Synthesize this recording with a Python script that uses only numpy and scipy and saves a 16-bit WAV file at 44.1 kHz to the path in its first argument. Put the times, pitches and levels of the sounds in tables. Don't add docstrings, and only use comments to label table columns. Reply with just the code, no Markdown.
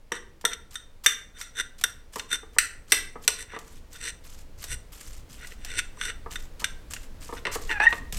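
import sys
import numpy as np
from scipy import signal
from scipy.fft import rfft, irfft
from scipy.io import wavfile

SR = 44100
rng = np.random.default_rng(int(sys.argv[2]) if len(sys.argv) > 2 else 0)


def unload_wav(signal):
    wavfile.write(
        sys.argv[1],
        SR,
        np.round(np.clip(np.atleast_2d(signal).T, -1, 1) * 32767).astype(np.int16),
    )


N = 360914

# pitch in Hz, width in Hz (wider dies sooner), level in dB.
PLATE_RINGS = [(192, 190, -12.5), (315, 90, -6.5), (459.3, 38, 1.5), (680, 100, -10.5), (948, 132, -4.5),
               (1216, 110, -5), (1310, 65, -11), (1700, 160, -13), (2050, 310, -18)]


def clinks(chatter=0.22, chatter_s=0.005, crack=0.03):
    # start in seconds, level in dB, pulling fork's share from 0 to 1, treble in dB,
    # relative echo level in dB.
    hits = [(0.1194, -26.5, 0, -3, -5), (0.4513, -17, 0.02, 0.5, -9.5), (.5327, -31, 0.1, 4, -21),
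            (0.7553, -31.5, 0, 1, -7.5), (1.0614, -11, 0, 0.5, -6), (1.4126, -34.5, 0.27, 5.5, -2.5),
            (1.8383, -16.5, 0.05, 1.5, -13), (2.1948, -31, 0.5, -4, -11), (2.5851, -11.5, 0.77, 1, -7.5),
            (2.9205, -11.5, 0.63, 3, -4.5), (3.278, -13.5, 0.72, 4, -9), (5.7899, -22, 0.54, -6.5, -13),
            (6.0125, -27.5, 0.1, -11.5, -6.5), (6.3567, -31, 0.13, -8, -12),
            (6.6424, -21.5, 0.38, -2.5, -11), (6.9636, -39, 0.7, -15, -12), (7.4523, -27, 1, -29, -3.5),
            (7.4682, -28, 0.74, -18, -10.5), (7.7126, -26.5, 0.4, -21, -8), (7.8004, -23.5, 0.94, -36, 0),
            (7.9265, -28, 0.84, -28, -12)]
    direct, to_room, t = np.zeros(N), np.zeros(N), np.arange(SR // 8) / SR
    for start, db, pulling, treble_db, room_db in hits:
        force = (t == 0) + chatter * rng.standard_normal(len(t)) * np.exp(-t / chatter_s)
        clink = fork_ring(force, pulling, treble_db) + crack * treble(cut(force, 700, "high"), treble_db)
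        top_hz = 16000 * amp(0.47 * (db + 2.5) / 3)
        clink = set_hit_level(cut(clink, top_hz, "low", order=3), db)
        add(direct, start, clink)
        add(to_room, start, amp(room_db - 3) * clink)
    return direct, to_room


def fork_ring(force, pulling, treble_db, damping=1, corner_hz=4600):
    # pitch in Hz, width in Hz, dB for the holding fork, dB for the pulling fork.
    steel_rings = [(1453, 159, 3.5, -4.5), (1932, 313, -1.5, 0), (2783, 480, -8, -2.5), (3599, 59, 10, -3),
                   (4080, 370, -14, -5), (5846, 210, 0, -3.5), (6230, 200, -5, -10), (7380, 400, -11.5, -9),
                   (7900, 430, -8.5, -3.5), (8610, 550, -5.5, -4), (9940, 150, -8, -12),
                   (10500, 310, -13.5, -16), (11580, 420, -14.5, -14.5), (12800, 600, -9.5, -14.5),
                   (13550, 310, -18.5, -16), (15100, 580, -24, -18)]
    hz, width, holding_db, pulling_db = np.transpose(steel_rings)
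    spot_db = 0.3 * rng.standard_normal(len(hz))
    db = holding_db + np.clip(pulling, 0, 1) * (pulling_db - holding_db) + spot_db
    ringing = resonate(force, zip(hz, width, db), damping)
    return treble(cut(ringing, 880, "high", order=3), treble_db, corner_hz)


def scrapes(lift_s=.023, damping=.7):
    # time of the peak in seconds, rise time in seconds, relative level in dB,
    # pulling fork's share from 0 to 1, treble in dB.
    slides = [(.16, .025, -37, 0.4, -1), (.53, 0.026, -33, .44, -12), (1.374, 0.026, -43.5, 0.2, -4),
              (1.601, 0.038, -24, 0, 0.5), (2.343, 0.04, -21.5, 0.26, 3), (3.42, 0.08, -36, 0.5, 6),
              (3.56, 0.072, -37, 0.45, -18), (3.958, 0.022, -43, 0.1, -7), (4.087, 0.087, -29, 0.65, 2),
              (4.736, 0.068, -31.5, 0.57, 9), (5.445, 0.065, -40, 0.7, -17), (5.52, .013, -44.5, 1, -17),
              (5.77, .14, -34.5, 0.58, -2.5), (5.787, .016, -24, 0.65, 2), (6.066, 0.073, -29.5, 0.43, 2.5),
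              (6.097, .034, -29.5, 0.53, -5.5), (7.376, .014, -37.5, .4, -17), (7.718, .027, -26, .94, -23),
              (7.842, .028, -30.5, 0.3, -4)]
    out = np.zeros(N)
    for peak, rise, db, pulling, treble_db in slides:
        t = np.arange(-2 * rise, 2 * lift_s, 1 / SR)
        slips = clicks(len(t), per_s=3600, spread_db=1.5) * amp(3 * waver(len(t), 150))
        pressure = amp(-17 * np.maximum(-t / rise, t / lift_s) ** 1.68)
        steel = fork_ring(slips, pulling, treble_db, damping, corner_hz=7000 if treble_db > 0 else 4400)
        plate = cut(resonate(slips, PLATE_RINGS, damping), 600, "low")
        rasp = cut(steel, 9800, "low", order=3) + amp(-7) * plate
        add(out, peak + t[0], amp(db - 2.5) * pressure * unit(rasp))
    return out


def tearing_meat(thin_snap_s=0.0026, thick_snap_s=0.0057):
    # start and length in seconds, relative level and swell in dB.
    tears = [(0.704, 0.049, -52, 4), (1.035, 0.014, -38, 4), (1.374, 0.044, -49, 14.5),
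             (1.778, 0.019, -52, 7), (2.121, 0.084, -48.5, 4), (2.528, 0.026, -59.5, 2),
             (2.873, 0.04, -49.5, 24), (3.209, 0.042, -54, 14), (3.585, 0.2, -59.5, 1.5),
             (3.905, 0.056, -53.5, 9.5), (4.235, 0.18, -53.5, -6), (4.573, 0.063, -49, 17.5),
             (4.917, 0.28, -52.5, -4.5), (5.29, 0.24, -53, -2.5), (6.302, 0.057, -44, -7),
             (6.382, 0.082, -56.5, -3), (6.593, 0.032, -44.5, -9), (6.9, 0.043, -46, 4),
             (7.0, 0.044, -52.5, 1), (7.201, .19, -50.5, -5.5), (7.511, 0.044, -39.5, 0),
             (7.608, 0.12, -47, 2), (7.883, .1, -49.5, -2), (8.121, 0.077, -44, 5)]
    # start in seconds, relative level in dB.
    thick_snaps = [(.412, -32.5), (0.7419, -32.5), (1.8123, -21.5), (2.158, -20.5), (2.183, -27.5),
                   (3.5888, -27.5), (4.6403, -18), (5.4712, -27), (5.6477, -20.5), (6.598, -29),
                   (6.9358, -16.5), (7.5229, -24), (7.5514, -18), (8.1247, -18.5), (8.1703, -22.5)]
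    # frequency in Hz, relative level in dB.
    crackle_tone = [(410, -29), (700, -6), (1460, -6.5), (3320, -5.5), (3600, -7), (7890, -4), (10500, -12),
                    (13700, -10.5), (16000, -26)]
    pull = np.zeros(N)
    for start, length, db, swell_db in tears:
        _, envelope = stroke(length, swell_db, attack_s=.01, release_s=.011)
        add(pull, start, amp(db - 1) * envelope)
    pops = unit(sum(resonate(clicks(N, per_s=420, spread_db=3.6), [(hz, hz / 7, 0)])
                    for hz in np.geomspace(1000, 15000, 16)))
    t = np.arange(SR // 40) / SR
    thin_fades = signal.fftconvolve(clicks(N, per_s=36, spread_db=1), np.exp(-t / thin_snap_s))[:N]
    thin_snaps = unit(thin_fades * rng.standard_normal(N))
    clumps = amp(3 * waver(N, 49) + 1.2 * waver(N, 14))
    force = pull * (unit(pops * clumps) + amp(-9) * thin_snaps)
    for start, db in thick_snaps:
        add(force, start, amp(db - 11) * rng.standard_normal(len(t)) * np.exp(-t / thick_snap_s))
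    crackle = cut(shape_tone(force, crackle_tone), 500, "high")
    squelch = cut(resonate(force, PLATE_RINGS), 650, "low")
    return crackle + amp(4) * squelch


def squeal():
    # start and length in seconds, relative level and swell in dB, pitch and glide in Hz,
    # roughness from 0 to 1.
    squeaks = [(7.691, 0.091, -34, -5, 1850, -230, 0.67), (7.798, 0.064, -25.5, -2.5, 1652, 160, 0.82),
               (7.866, 0.016, -7, -7, 1884, -34, .02), (7.885, 0.075, -32.5, -14, 1902, -21, 0.17)]
    out = np.zeros(N)
    for start, length, db, swell_db, hz, glide_hz, rough in squeaks:
        t, envelope = stroke(length, swell_db, attack_s=.004, release_s=.003)
        wobble = 0.027 * (rough + 0.12) * waver(len(t), 670) + 0.017 * rough * waver(len(t), 50)
        pitch = (hz + glide_hz * np.minimum(t / length, 1)) * (1 + wobble)
        phase = 2 * np.pi * np.cumsum(pitch) / SR
        partials = [(.5, rough * amp(-5)), (1, 1), (1.5, rough * amp(-4.5)), (2, amp(-32))]
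        tone = sum(gain * amp(3 * rough * waver(len(t), 40)) * np.sin(k * phase) for k, gain in partials)
        judder_db = 5 * rough * waver(len(t), 220)
        add(out, start, np.sqrt(2) * amp(db - 2 + judder_db) * envelope * tone)
    return out


def plate_knocks(rattle_rise_s=0.0012, rattle_fade_s=0.0095):
    # start in seconds, level in dB.
    landings = [(.118, -31), (.442, -33.5), (1.063, -39), (1.838, -42.5), (2.159, -34), (2.43, -45.5),
                (2.564, -40.5), (2.924, -31.5), (3.156, -37.5), (3.279, -34), (3.534, -40), (3.563, -36.5),
                (5.973, -49.5), (6.261, -36), (6.618, -40.5), (7.291, -38.5), (7.325, -33), (7.454, -35),
                (7.473, -32.5), (7.556, -29), (7.699, -38), (7.802, -34), (7.925, -30)]
    out, t = np.zeros(N), np.arange(SR // 5) / SR
    envelope = (1 - np.exp(-t / rattle_rise_s)) * np.exp(-t / rattle_fade_s)
    for start, db in landings:
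        rattle = 0.23 * rng.standard_normal(len(t)) * envelope
        knock = resonate(2 * (t == 0) + rattle, PLATE_RINGS, damping=.9)
        add(out, start, set_hit_level(cut(knock, 2300, "low", order=3), db))
    return out


def counter_booms(swell_s=0.041, width_hz=22):
    # time of the peak in seconds, level in dB, pitch in Hz.
    leans = [(4.736, -34.5, 58), (5.211, -39.5, 60.4), (8.16, -31.5, 29.8)]
    out, t = np.zeros(N), np.arange(-SR // 4, SR // 4) / SR
    for peak, db, hz in leans:
        boom = unit(cut(resonate(rng.standard_normal(len(t)), [(hz, width_hz, 0)]), 123, "low"))
        add(out, peak + t[0], amp(db) * boom * np.exp(-(t / swell_s) ** 2))
    return out


def kitchen_echo(x, build_s=0.0041):
    # frequency in Hz, seconds the echo takes to fade by 60 dB.
    fade_times = [(200, 1), (500, 0.42), (1800, .40), (4000, 0.34), (8000, 0.34), (15000, 0.24)]
    t, echo = np.arange(SR // 2) / SR, 0
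    edges_hz = np.geomspace(120, 17000, 9)
    for low, high in zip(edges_hz, edges_hz[1:]):
        band_filter = signal.butter(3, [low, high], "band", fs=SR, output="sos")
        band = signal.sosfilt(band_filter, rng.standard_normal(len(t)))
        echo = echo + band * amp(-60 * t / at_hz(fade_times, np.sqrt(low * high)))
    build_up = (1 - np.exp(-t / build_s)) ** 2
    return signal.fftconvolve(x, unit(echo * build_up) / np.sqrt(len(t)))[:N]


def background(hiss_rise_db_per_s=1.15, rumble_rise_db_per_s=1.61):
    # frequency in Hz, relative level in dB.
    hiss_tone = [(76, -23.5), (130, -11.5), (356, -19), (462, -13.5), (735, -21.5), (994, -22.5),
                 (1220, -24), (3530, -30.5), (4150, -31), (16000, -41.5)]
    rumble_tone = [(8.8, -34), (15, 11), (30, -5.5), (67, -8), (156, -25), (260, -26), (340, -28.5),
                   (570, -120)]
    t = np.arange(N) / SR
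    hiss_db = -58.5 + hiss_rise_db_per_s * (t - t.mean())
    hiss = amp(hiss_db) * shape_tone(rng.standard_normal(N), hiss_tone)
    rumble_db = -50 + rumble_rise_db_per_s * t + 1.5 * waver(N, 8.9)
    return hiss + amp(rumble_db) * shape_tone(rng.standard_normal(N), rumble_tone)


def resonate(force, rings, damping=1):
    out = 0
    for k, (hz, width, db) in enumerate(rings):
        r = np.exp(-np.pi * width * damping / SR)
        feedback = [1, -2 * r * np.cos(2 * np.pi * hz / SR), r * r]
        tone = signal.lfilter([(1 - r * r) / 2, 0, (r * r - 1) / 2], feedback, force + 1e-18)
        out = out + (-1) ** k * amp(db) * tone
    return out


def stroke(length, swell_db, attack_s, release_s):
    t = np.arange(0, length + 6 * release_s, 1 / SR)
    hold = amp(swell_db * (np.minimum(t / length, 1) - .5))
    return t, np.minimum(t / attack_s, 1) * hold * np.exp(-np.maximum(t - length, 0) / release_s)


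def clicks(size, per_s, spread_db):
    count, out = int(size * per_s / SR) + 1, np.zeros(size)
    strengths = amp(spread_db * np.minimum(rng.exponential(1, count), 4))
    out[rng.integers(0, size, count)] = strengths * rng.choice([-1, 1], count)
    return unit(out)


def waver(size, rate_hz):
    return unit(cut(rng.standard_normal(size + SR // 10), rate_hz, "low")[-size:])


def treble(x, gain_db, corner_hz=4700):
    a = amp(gain_db / 2)
    k = np.sqrt(2 * a)
    shelf = signal.bilinear([a * a, a * k, a], [1, k, a], .5 / np.tan(np.pi * corner_hz / SR))
    return signal.lfilter(*shelf, x)


def cut(x, hz, keep, order=2):
    return signal.sosfilt(signal.butter(order, min(hz, .45 * SR), keep, fs=SR, output="sos"), x)


def shape_tone(x, tone):
    hz = np.arange(len(x) // 2 + 1) * SR / len(x)
    return irfft(rfft(x) * unit(amp(at_hz(tone, hz))), len(x))


def at_hz(table, hz):
    row_hz, value = np.transpose(table)
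    return np.interp(np.log(hz + 1e-3), np.log(row_hz), value)


def set_hit_level(x, db):
    return x * amp(db) / np.sqrt(np.mean(x[:SR // 100] ** 2))


def amp(db):
    return 10 ** (np.asarray(db) / 20)


def unit(x):
    return x / np.sqrt(np.mean(x ** 2) + 1e-20)


def add(out, start_s, x):
    i = max(int(start_s * SR), 0)
    out[i:i + len(x)] += x[:N - i]


def scene():
    clink, clink_to_room = clinks()
    scrape, knock, tear, squeak = scrapes(), plate_knocks(), tearing_meat(), squeal()
    room = kitchen_echo(clink_to_room + amp(-15.5) * scrape + amp(-9.5) * knock
                        + amp(-10.5) * tear + amp(-14.5) * squeak)
    return (clink + scrape + knock + tear + squeak + room + counter_booms() + background())[None]


def record(dry, ceiling=.95, cutoff_hz=16500):
    rounded = dry / (1 + (dry / ceiling) ** 4) ** .25
    return signal.sosfilt(signal.ellip(10, .1, 90, cutoff_hz, fs=SR, output="sos"), rounded)


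dry = scene()
out = record(dry)
unload_wav(out)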